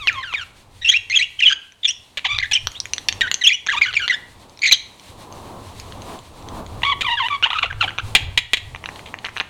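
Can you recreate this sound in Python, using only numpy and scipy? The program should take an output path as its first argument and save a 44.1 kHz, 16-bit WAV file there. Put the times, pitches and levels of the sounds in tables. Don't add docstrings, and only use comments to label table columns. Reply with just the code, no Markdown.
import sys
import numpy as np
from scipy import signal
from scipy.fft import rfft, irfft, next_fast_len
from scipy.io import wavfile
from scipy.ndimage import uniform_filter1d, map_coordinates

SR = 44100
rng = np.random.default_rng(int(sys.argv[2]) if len(sys.argv) > 2 else 0)


def how_loud(loudness_db):
    steps = np.asarray(loudness_db, float) / 20
    return 10 ** steps


def inscribe(sig):
    pcm = np.round(np.clip(np.atleast_2d(sig).T, -1, 1) * 32767)
    wavfile.write(sys.argv[1], SR, pcm.astype(np.int16))


N = 418509


def unit(x):
    return x / np.sqrt(np.mean(x ** 2) + 1e-20)


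def along(points, hz):
    f, value = np.transpose(points)
    return np.interp(np.log(hz + 1), np.log(f + 1), value)


def curves(rows):
    s, *columns = np.transpose(rows)
    return [np.interp(np.arange(N) / SR, s, column) for column in columns]


def wobble(rate):
    knots = rng.standard_normal(int(N * rate / SR) + 4)
    return map_coordinates(knots, [np.arange(N) * rate / SR])


def filtered(x, response):
    m = next_fast_len(N + 8192)
    return irfft(rfft(x, m) * response(np.fft.rfftfreq(m, 1 / SR)), m)[..., :N]


def rush(spectrum):
    return unit(filtered(rng.standard_normal(N), lambda hz: how_loud(along(spectrum, hz))))


def thumps():
    # (time [s], level [dB])
    puffs = [(0.0, -41.5), (0.16, -42.5), (0.22, -49), (0.85, -45.5), (1.64, -62.5), (2.31, -50),
             (2.38, -42.5), (2.58, -58), (2.65, -35), (2.75, -48.5), (3.21, -43.5), (3.5, -61.5),
             (3.78, -46.5), (4.75, -56.5), (5.73, -42), (6.34, -46.5), (6.77, -35), (7.46, -47.5),
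             (7.68, -37.5), (7.72, -30.5), (7.76, -23), (7.88, -38.5), (8.0, -45.5), (8.07, -24.5),
             (8.18, -42), (8.24, -25.5), (8.53, -48.5), (8.69, -34), (8.8, -47), (9.48, -49.2)]
    # (frequency [Hz], level per Hz [dB])
    puff_colour = [(20, -8), (70, -3.5), (97, 2), (135, -11), (300, -66.5)]
    puff_db, = curves(puffs)
    lumps = how_loud(2.8 * wobble(8))
    return how_loud(puff_db) * unit(lumps * rush(puff_colour))


def traffic_and_hiss():
    # (time [s], level [dB])
    gusts = [(0.0, -57), (1.96, -66), (3.21, -47.9), (3.53, -58.5), (3.78, -54), (4.78, -57.5), (5.32, -43),
             (5.73, -44.5), (5.83, -48.5), (6.14, -38), (6.24, -51.5), (6.59, -38), (6.67, -48),
             (6.79, -42.5), (7.08, -51), (7.77, -54), (7.85, -43), (8.0, -52), (8.1, -43.5), (8.48, -63),
             (8.97, -45.5), (9.33, -54), (9.38, -50), (9.48, -59)]
    # (frequency [Hz], level per Hz [dB])
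    traffic_colour = [(60, -6.5), (180, -0.5), (600, -4.5), (1050, -2), (1400, -15), (2500, -39)]
    # (frequency [Hz], level per Hz [dB])
    hiss_colour = [(900, -10.5), (1800, 0.5), (4200, 3), (5000, -4), (9000, -5), (16000, -21)]
    gust_db, = curves(gusts)
    traffic = how_loud(gust_db + 4.5 + 1.97 * wobble(9)) * rush(traffic_colour)
    hiss = how_loud(-50.5 + 0.38 * (gust_db + 48) + 2.9 * wobble(19)) * rush(hiss_colour)
    return traffic + hiss


def throat(f):
    # (centre [Hz], width [Hz], level [dB])
    cavities = [(2170, 1220, -1.5), (3500, 1180, 0.5), (6680, 1740, -8)]
    total = 0
    for k, (centre, width, db) in enumerate(cavities):
        sign = (-1) ** k
        total = total + sign * how_loud(db) * 1j * f * width / (centre ** 2 - f ** 2 + 1j * f * width)
    return total ** 2


def warble():
    # (time [s], length [ms], start pitch [Hz], end pitch [Hz],
    # fundamental [dB], overtones above it [dB])
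    first_bout = [(0.0, 73, 1297, 997, -42.0, 5.5), (0.077, 14.8, 2995, 2214, -12, -21),
                  (0.092, 8.6, 2310.0, 1530, -19.5, -21), (0.101, 61, 1503, 1153, -37, -2.5),
                  (0.159, 63, 1074, 1030, -34, -3.5), (0.227, 24, 2020.0, 1517, -29, -8),
                  (0.252, 74, 1610.0, 1220.0, -39.5, 1.0), (0.327, 6.2, 1118, 968, -33, 1.5),
                  (0.341, 18, 2520.0, 2055, -20, -23.5), (0.362, 74, 1906, 1270, -35, 1),
                  (0.815, 25, 1854, 1890.0, -38.5, 3.5), (0.845, 23, 2830.0, 2520, -17, -20.5),
                  (0.867, 24, 2550, 3140, -17, -19.5), (0.886, 22, 3310, 3346, -10, -11),
                  (0.907, 11, 3570.0, 3140.0, -23.5, -40), (0.916, 30, 1855, 2010, -26.3, 4.5),
                  (0.938, 23.4, 2170, 2863, -15, -30.5), (0.963, 10.4, 2720, 2676, -11.5, -19),
                  (1.1, 26, 2066, 2186, -23, -6), (1.125, 47, 2540, 2703, -16.5, -26),
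                  (1.155, 23, 3403, 3324, -11.2, -12), (1.184, 6.6, 3180, 2380, -21, -32),
                  (1.19, 21.3, 2040.0, 1878, -23, 1), (1.208, 27, 2093, 2893, -14.9, -22),
                  (1.238, 7.7, 2940, 2560, -22, -27), (1.388, 11.3, 3200, 3175, -23, -27.5),
                  (1.4, 13.2, 3244, 1790, -23, -11.5), (1.418, 30, 2880.0, 2660.0, -12.5, -26),
                  (1.452, 50, 3330, 2803, -10.5, -33), (1.49, 7.6, 2974, 3083, -16, -14),
                  (1.498, 34, 1646, 1566, -24, 4), (1.832, 7.0, 3690, 3500.0, -24.8, -33),
                  (1.846, 16.2, 3570, 3395, -12, -26), (1.868, 8.0, 3380.0, 2907, -45, 8),
                  (1.876, 23.5, 2837, 2790.0, -21.5, 1.5), (1.901, 12.5, 2776, 3560, -24.5, -9),
                  (1.915, 8.0, 2990.0, 2595, -49, -12.5), (2.245, 17.4, 1206, 749, -32, 11),
                  (2.264, 6.8, 790.0, 1240.0, -39, 13.5), (2.272, 5.7, 1313, 1280.0, -45, 15),
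                  (2.283, 89, 1130, 1203, -37, 11.5), (2.397, 10.0, 1930, 2330, -23, -9),
                  (2.407, 13.0, 2285, 1577, -30, -24.5), (2.426, 13.0, 2282, 1960, -18, -25),
                  (2.439, 22.0, 1740, 1683, -28.5, -6.5), (2.531, 22, 3060.0, 2570.0, -16.5, -1),
                  (2.55, 18.0, 3115, 3134, -14, -28.5), (2.568, 8.9, 2482, 2480, -19.5, -25),
                  (2.748, 31, 3260, 3830, -34, -22.5), (3.212, 11.2, 1920.0, 1780, -15.5, -5.5),
                  (3.229, 33, 1657, 1415, -25, -9.5), (3.265, 19, 1393, 1970.0, -26.5, -8.5),
                  (3.412, 16, 2065, 1804, -23.3, -1.5), (3.438, 26.0, 3090, 2720, -13, -11),
                  (3.464, 21.4, 3110, 3517, -8, -15), (3.486, 13.3, 3160.0, 2226, -18.5, -17.2),
                  (3.497, 14, 2280, 2036, -18.5, -14), (3.51, 22, 2307, 2556, -18, -24.3),
                  (3.531, 23, 2810, 3010, -22, -7), (3.686, 17.2, 1700.0, 1990.0, -15, -11.5),
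                  (3.709, 13.0, 1600.0, 1670.0, -23.5, -8.0), (3.722, 10.8, 1560.0, 1125, -31, 7),
                  (3.73, 26.5, 1202, 949, -27.5, 0), (3.761, 28, 1099, 1312, -29.7, 5),
                  (3.816, 6.1, 2188, 2390, -7.5, -28), (3.823, 30.4, 2453, 1860, -19, -10.5),
                  (3.857, 20.0, 1358, 1836, -27, 1.5), (3.877, 27.6, 1450.0, 1494, -30, -1),
                  (3.904, 12.0, 1415, 1133, -39, 1), (3.952, 11.9, 2750, 2644, -24, -12),
                  (3.965, 13.3, 2333, 2230, -13.5, -19.5), (3.981, 16.3, 2250, 2270, -28.3, -10),
                  (3.996, 22.7, 1638, 1554, -26.5, -6), (4.017, 47, 1394, 1420, -31.5, 3.0),
                  (4.097, 17.7, 2015, 1914, -15.5, -15), (4.116, 9.4, 1983, 1307, -26, -6.5),
                  (4.124, 9.9, 1340.0, 1750.0, -32, 5), (4.132, 23, 1843, 1716, -25, -0.5),
                  (4.618, 7.4, 1933, 2450, -25.5, 2.5), (4.625, 26.0, 2330, 2217, -15.5, -14),
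                  (4.651, 14.5, 1984, 2460.0, -16, -11.5), (4.666, 33.3, 2001, 1931, -25, 4.5),
                  (4.712, 7.8, 2450, 2440, -11, -10), (4.72, 15, 2040.0, 1870, -28, 20),
                  (4.734, 17.0, 1592, 1652, -46, 26)]
    # (time [s], length [ms], start pitch [Hz], end pitch [Hz],
    # fundamental [dB], overtones above it [dB])
    second_bout = [(6.832, 7.4, 791, 1026, -25, 6.5), (6.839, 42, 1142, 1040.0, -26.5, 4),
                   (6.875, 42, 1067, 1154, -23, -1.5), (6.911, 22.2, 1162, 963, -24, 1),
                   (7.031, 9.3, 1330.0, 1250.0, -29, -1.5), (7.045, 13, 1125, 1210.0, -28, 3),
                   (7.062, 12.1, 1190.0, 990.0, -25.6, 2.5), (7.073, 84, 971, 940, -28, 3.1),
                   (7.171, 35, 1762, 1370, -26, -0.5), (7.197, 34.5, 1127, 930, -24.5, -1.9),
                   (7.234, 40, 900, 1028, -27.5, 1.5), (7.302, 64.5, 1188, 1099, -25, -3.9),
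                   (7.43, 21.0, 1278, 1542, -25.5, 8.5), (7.45, 5.1, 1393, 1145, -27, 9),
                   (7.457, 21, 827, 1140.0, -24.5, 0), (7.503, 7.0, 820.0, 1265, -26.5, 8),
                   (7.508, 15.8, 1177, 1317, -26, -6), (7.527, 8.9, 1030.0, 1043, -22.5, 2.2),
                   (7.537, 7.7, 953, 1458, -32, 2), (7.548, 27, 1374, 1206, -24, -8),
                   (7.577, 18, 1331, 1377, -22.5, 2.5), (7.617, 13.4, 1200.0, 1395, -29, -6),
                   (7.628, 10.0, 1421, 872, -22, 4.5), (7.636, 14, 744, 686, -30.7, 6.5),
                   (7.655, 12.0, 1340, 1389, -28.5, -0.5), (7.703, 10.4, 1670.0, 1530.0, -24.5, -23),
                   (7.803, 25.0, 1480, 1320.0, -21, 2.5), (7.828, 22, 1000.0, 682, -26.5, 5.5),
                   (7.877, 19, 1459, 1590, -26.5, -1.7), (7.989, 15.5, 1388, 1520.0, -29, -6)]
    # (time [s], roughness [0-1])
    hoarseness = [(0, .1), (.8, .3), (1.49, .2), (1.51, .5), (2.3, .1), (2.5, .6), (3.2, .15), (4.2, .3),
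                  (4.6, .5), (6.85, .4), (6.9, .12), (7.35, .15), (7.45, .5)]

    pitch, first, upper = np.zeros((3, N))
    for s, ms, start_hz, end_hz, db, over_db in first_bout + second_bout:
        note = slice(round(s * SR), round((s + ms / 1000) * SR) + 40)
        length = len(pitch[note])
        pitch[note] = np.geomspace(start_hz, end_hz, length)
        swell = how_loud(-5 * np.linspace(-1, 1, length) ** 2)
        first[note] = how_loud(db + 4.0) * swell
        upper[note] = how_loud(db + over_db + 5.5) * swell

    sung = np.flatnonzero(pitch)
    pitch = uniform_filter1d(np.interp(np.arange(N), sung, pitch[sung]), size=90)
    rough, = curves(hoarseness)
    pitch *= 1 + 0.022 * wobble(110) + 0.1 * rough * wobble(450)
    phase = 2 * np.pi * np.cumsum(pitch) / SR

    shake = how_loud(1.5 * wobble(140) + 2 * rough - 11 * rough * wobble(300) ** 2)
    first, upper = shake * np.abs(uniform_filter1d([first, upper], size=130))

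    order = np.arange(2, 9)[:, None]
    shape = (np.abs(throat(order * pitch)) + 0.0021) * order ** -0.4
    top_hz = np.where(np.arange(N) < 5 * SR, 9000, 4200)
    shape /= 1 + (order * pitch / top_hz) ** 6
    shape *= how_loud(3.5 * np.array([wobble(90) for _ in order]))
    overtones = np.sum(shape * np.sin(order * phase), axis=0) / np.linalg.norm(shape, axis=0)

    voice = np.sqrt(2) * (first * np.sin(phase) + upper * overtones)
    breath = unit(filtered(rng.standard_normal(N), throat))
    return voice + (0.098 + 0.31 * rough) * np.hypot(first, upper) * breath


def snaps(events, bright_db):
    out = np.zeros(N + SR)
    t = np.arange(400) / SR

    def ring(hz, t60):
        return np.sin(2 * np.pi * hz * t) * how_loud(-60 * t / t60) * (1 - np.exp(-t / 0.00029))

    for s, db, hz in events:
        luck = rng.standard_normal(4)
        body = ring(hz, 0.0052)
        body += 0.76 * ring(hz * 0.66 * (1 + 0.14 * luck[0]), 0.0044)
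        body -= 0.5 * ring(min(hz * 1.472, 4300), 0.005)
        tick = ring(6100 * (1 + 0.073 * luck[1]), 0.0087)
        tick += 0.29 * ring(9000 * (1 + 0.26 * luck[2]), 0.0066)
        snap = body + how_loud(bright_db + 2 * luck[3]) * tick
        start = round((s - 0.0006) * SR)
        out[start:start + len(t)] += how_loud(db) * snap / np.abs(snap).max()
    return out[:N]


def tongue_clicks():
    # (time [s], peak level [dB], mouth resonance [Hz])
    clicks = [(0.0735, 0.3, 2930), (0.3385, -10.5, 2420), (2.1863, -15, 2750), (2.1936, -12.5, 2650),
              (2.3874, -0.5, 3620.0), (3.6753, -9.5, 3474), (3.8135, -10, 2533), (3.9294, -15, 3190.0),
              (3.9385, -13, 2900), (3.9433, -7, 2874), (4.0795, -1.5, 3320), (4.0835, -6, 2944),
              (4.0888, -10, 3310), (5.9236, -21.5, 3140), (6.8207, -18, 2020.0), (7.2855, -7.5, 2500.0),
              (7.427, -4, 2340), (7.7284, -16, 2050), (7.9066, -16, 1934), (7.9805, -16.5, 2645),
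              (7.9859, -5, 2410), (8.749, -15, 1910), (8.761, -19.5, 2470), (8.841, -16, 1980),
              (8.8592, -11, 2670), (8.89, -13.5, 1770), (8.96, -22, 2930), (8.994, -21, 2100),
              (9.1418, -11, 1810), (9.1883, -17.5, 2930.0), (9.2454, -14, 1670), (9.25, -8.5, 2900),
              (9.258, -13.0, 2110), (9.264, -14, 2540), (9.2682, -17, 2010), (9.2865, -17.5, 1630),
              (9.2915, -20.4, 2020), (9.362, -24, 2210.0), (9.3666, -10.5, 1740), (9.3731, -11, 2680),
              (9.3816, -14, 2640), (9.4005, -3.5, 2740), (9.4053, -7, 2400), (9.4117, -8.5, 1770)]
    return snaps(clicks, bright_db=-20)


def beak_ticks():
    # (time [s], peak level [dB], ring [Hz])
    ticks = [(0.129, -22.0, 4400), (1.0995, -15, 2997), (1.7222, -29.3, 2484), (2.3836, -14.5, 2700.0),
             (2.6716, -1, 3200.0), (2.7185, -22, 4500.0), (2.8024, -3, 5250), (2.8564, -12, 2280.0),
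             (2.9354, 1.2, 4220), (2.9641, -22, 4380.0), (2.982, -6.5, 3460), (3.0862, 1, 4600),
             (3.1263, -5.5, 3060.0), (3.3151, 1.2, 2880), (3.3429, 2, 4240), (3.665, -13, 2287),
             (3.6695, -8, 2327), (4.4964, -30.6, 4910.0), (4.5744, -27.8, 4040), (4.5922, -23, 3710.0),
             (4.9974, -25, 3050.0), (5.3254, -23, 4530.0), (5.7995, -16.5, 5070), (6.0205, -22.5, 4070),
             (6.1906, -23.5, 3300), (6.4253, -33, 3570.0), (6.4874, -19.5, 3340), (6.6648, -23, 3400)]
    return snaps(ticks, bright_db=-3)


def rasps():
    # (time [s], length [ms], rate [pulses/s], peak level [dB], fade [dB], unevenness [0-1])
    runs = [(2.1723, 10, 570, -7.5, 0.5, 0.07), (2.246, 30, 670, -23, 3, .6),
            (2.513, 11, 850, -9, -8, 0.18), (3.088, 3.6, 820, -5, -3, 0.26), (3.209, 12, 900, -4, 7.5, .6),
            (4.712, 7, 906, -8, 4.5, 0.5), (7.009, 14, 600, -7, -2, 0.29),
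            (8.1505, 22.2, 760, 7.5, 17, 0.61), (8.3753, 20.4, 940, 2.5, 17.5, 0.7),
            (8.534, 15, 900, 1.5, 14, 0.58), (8.571, 16, 1150, -13, 16, 0.46),
            (9.059, 33, 990, -27, 16, 0.98)]
    pulses = np.zeros(N)
    for s, ms, rate, db, fade_db, uneven in runs:
        gap_luck, size_luck = rng.standard_normal((2, 60))
        t = np.cumsum(np.exp(0.5 * uneven * gap_luck)) / rate
        t -= t[0]
        keep = t < ms / 1000
        size = how_loud(db - fade_db * t * 1000 / ms + 6.7 * uneven * size_luck)
        pulses[np.round((s + t[keep]) * SR).astype(int)] += size[keep]
    return 9.75 * filtered(pulses, lambda f: throat(f) + 0.12 / (1 + 1j * f / 3000))


def room(x, decays):
    hz, t, z = signal.stft(rng.standard_normal(SR // 2), SR, nperseg=128)
    fade = how_loud(-60 * t / along(decays, hz)[:, None])
    tail = signal.istft(z * fade, SR, nperseg=128)[1]
    return signal.fftconvolve(np.pad(x, (60, 0)), tail / np.linalg.norm(tail))[:N]


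def cage(birds):
    return how_loud(-11.5) * room(birds, [(1000, 0.06), (6000, 0.07)])


def walls(birds):
    # (frequency [Hz], t60 [s])
    wall_decay = [(1000, 0.64), (3000, 0.45), (8000, 0.36)]
    return how_loud(-16) * room(birds, wall_decay)


def stereo(mid):
    # (frequency [Hz], level against the sum [dB])
    apart = [(60, -33), (300, -35.5), (1500, -43.5), (3000, -42), (6500, -32), (9000, -8.5)]
    side = filtered(mid * wobble(150), lambda hz: how_loud(along(apart, hz)))
    return np.array([mid + side, mid - side])


def scene():
    birds = warble() + tongue_clicks() + beak_ticks() + rasps()
    birds = filtered(birds, lambda f: 1 / (1 + 1j * f / 9000) ** 2)
    return stereo(birds + cage(birds) + walls(birds) + thumps() + traffic_and_hiss())


def band_limit(x):
    return signal.sosfilt(signal.butter(12, 16960, fs=SR, output="sos"), x)


def record(dry):
    soft = dry / (1 + np.abs(dry / 0.96) ** 8) ** (1 / 8)
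    return band_limit(soft)


dry = scene()
out = record(dry)
inscribe(out)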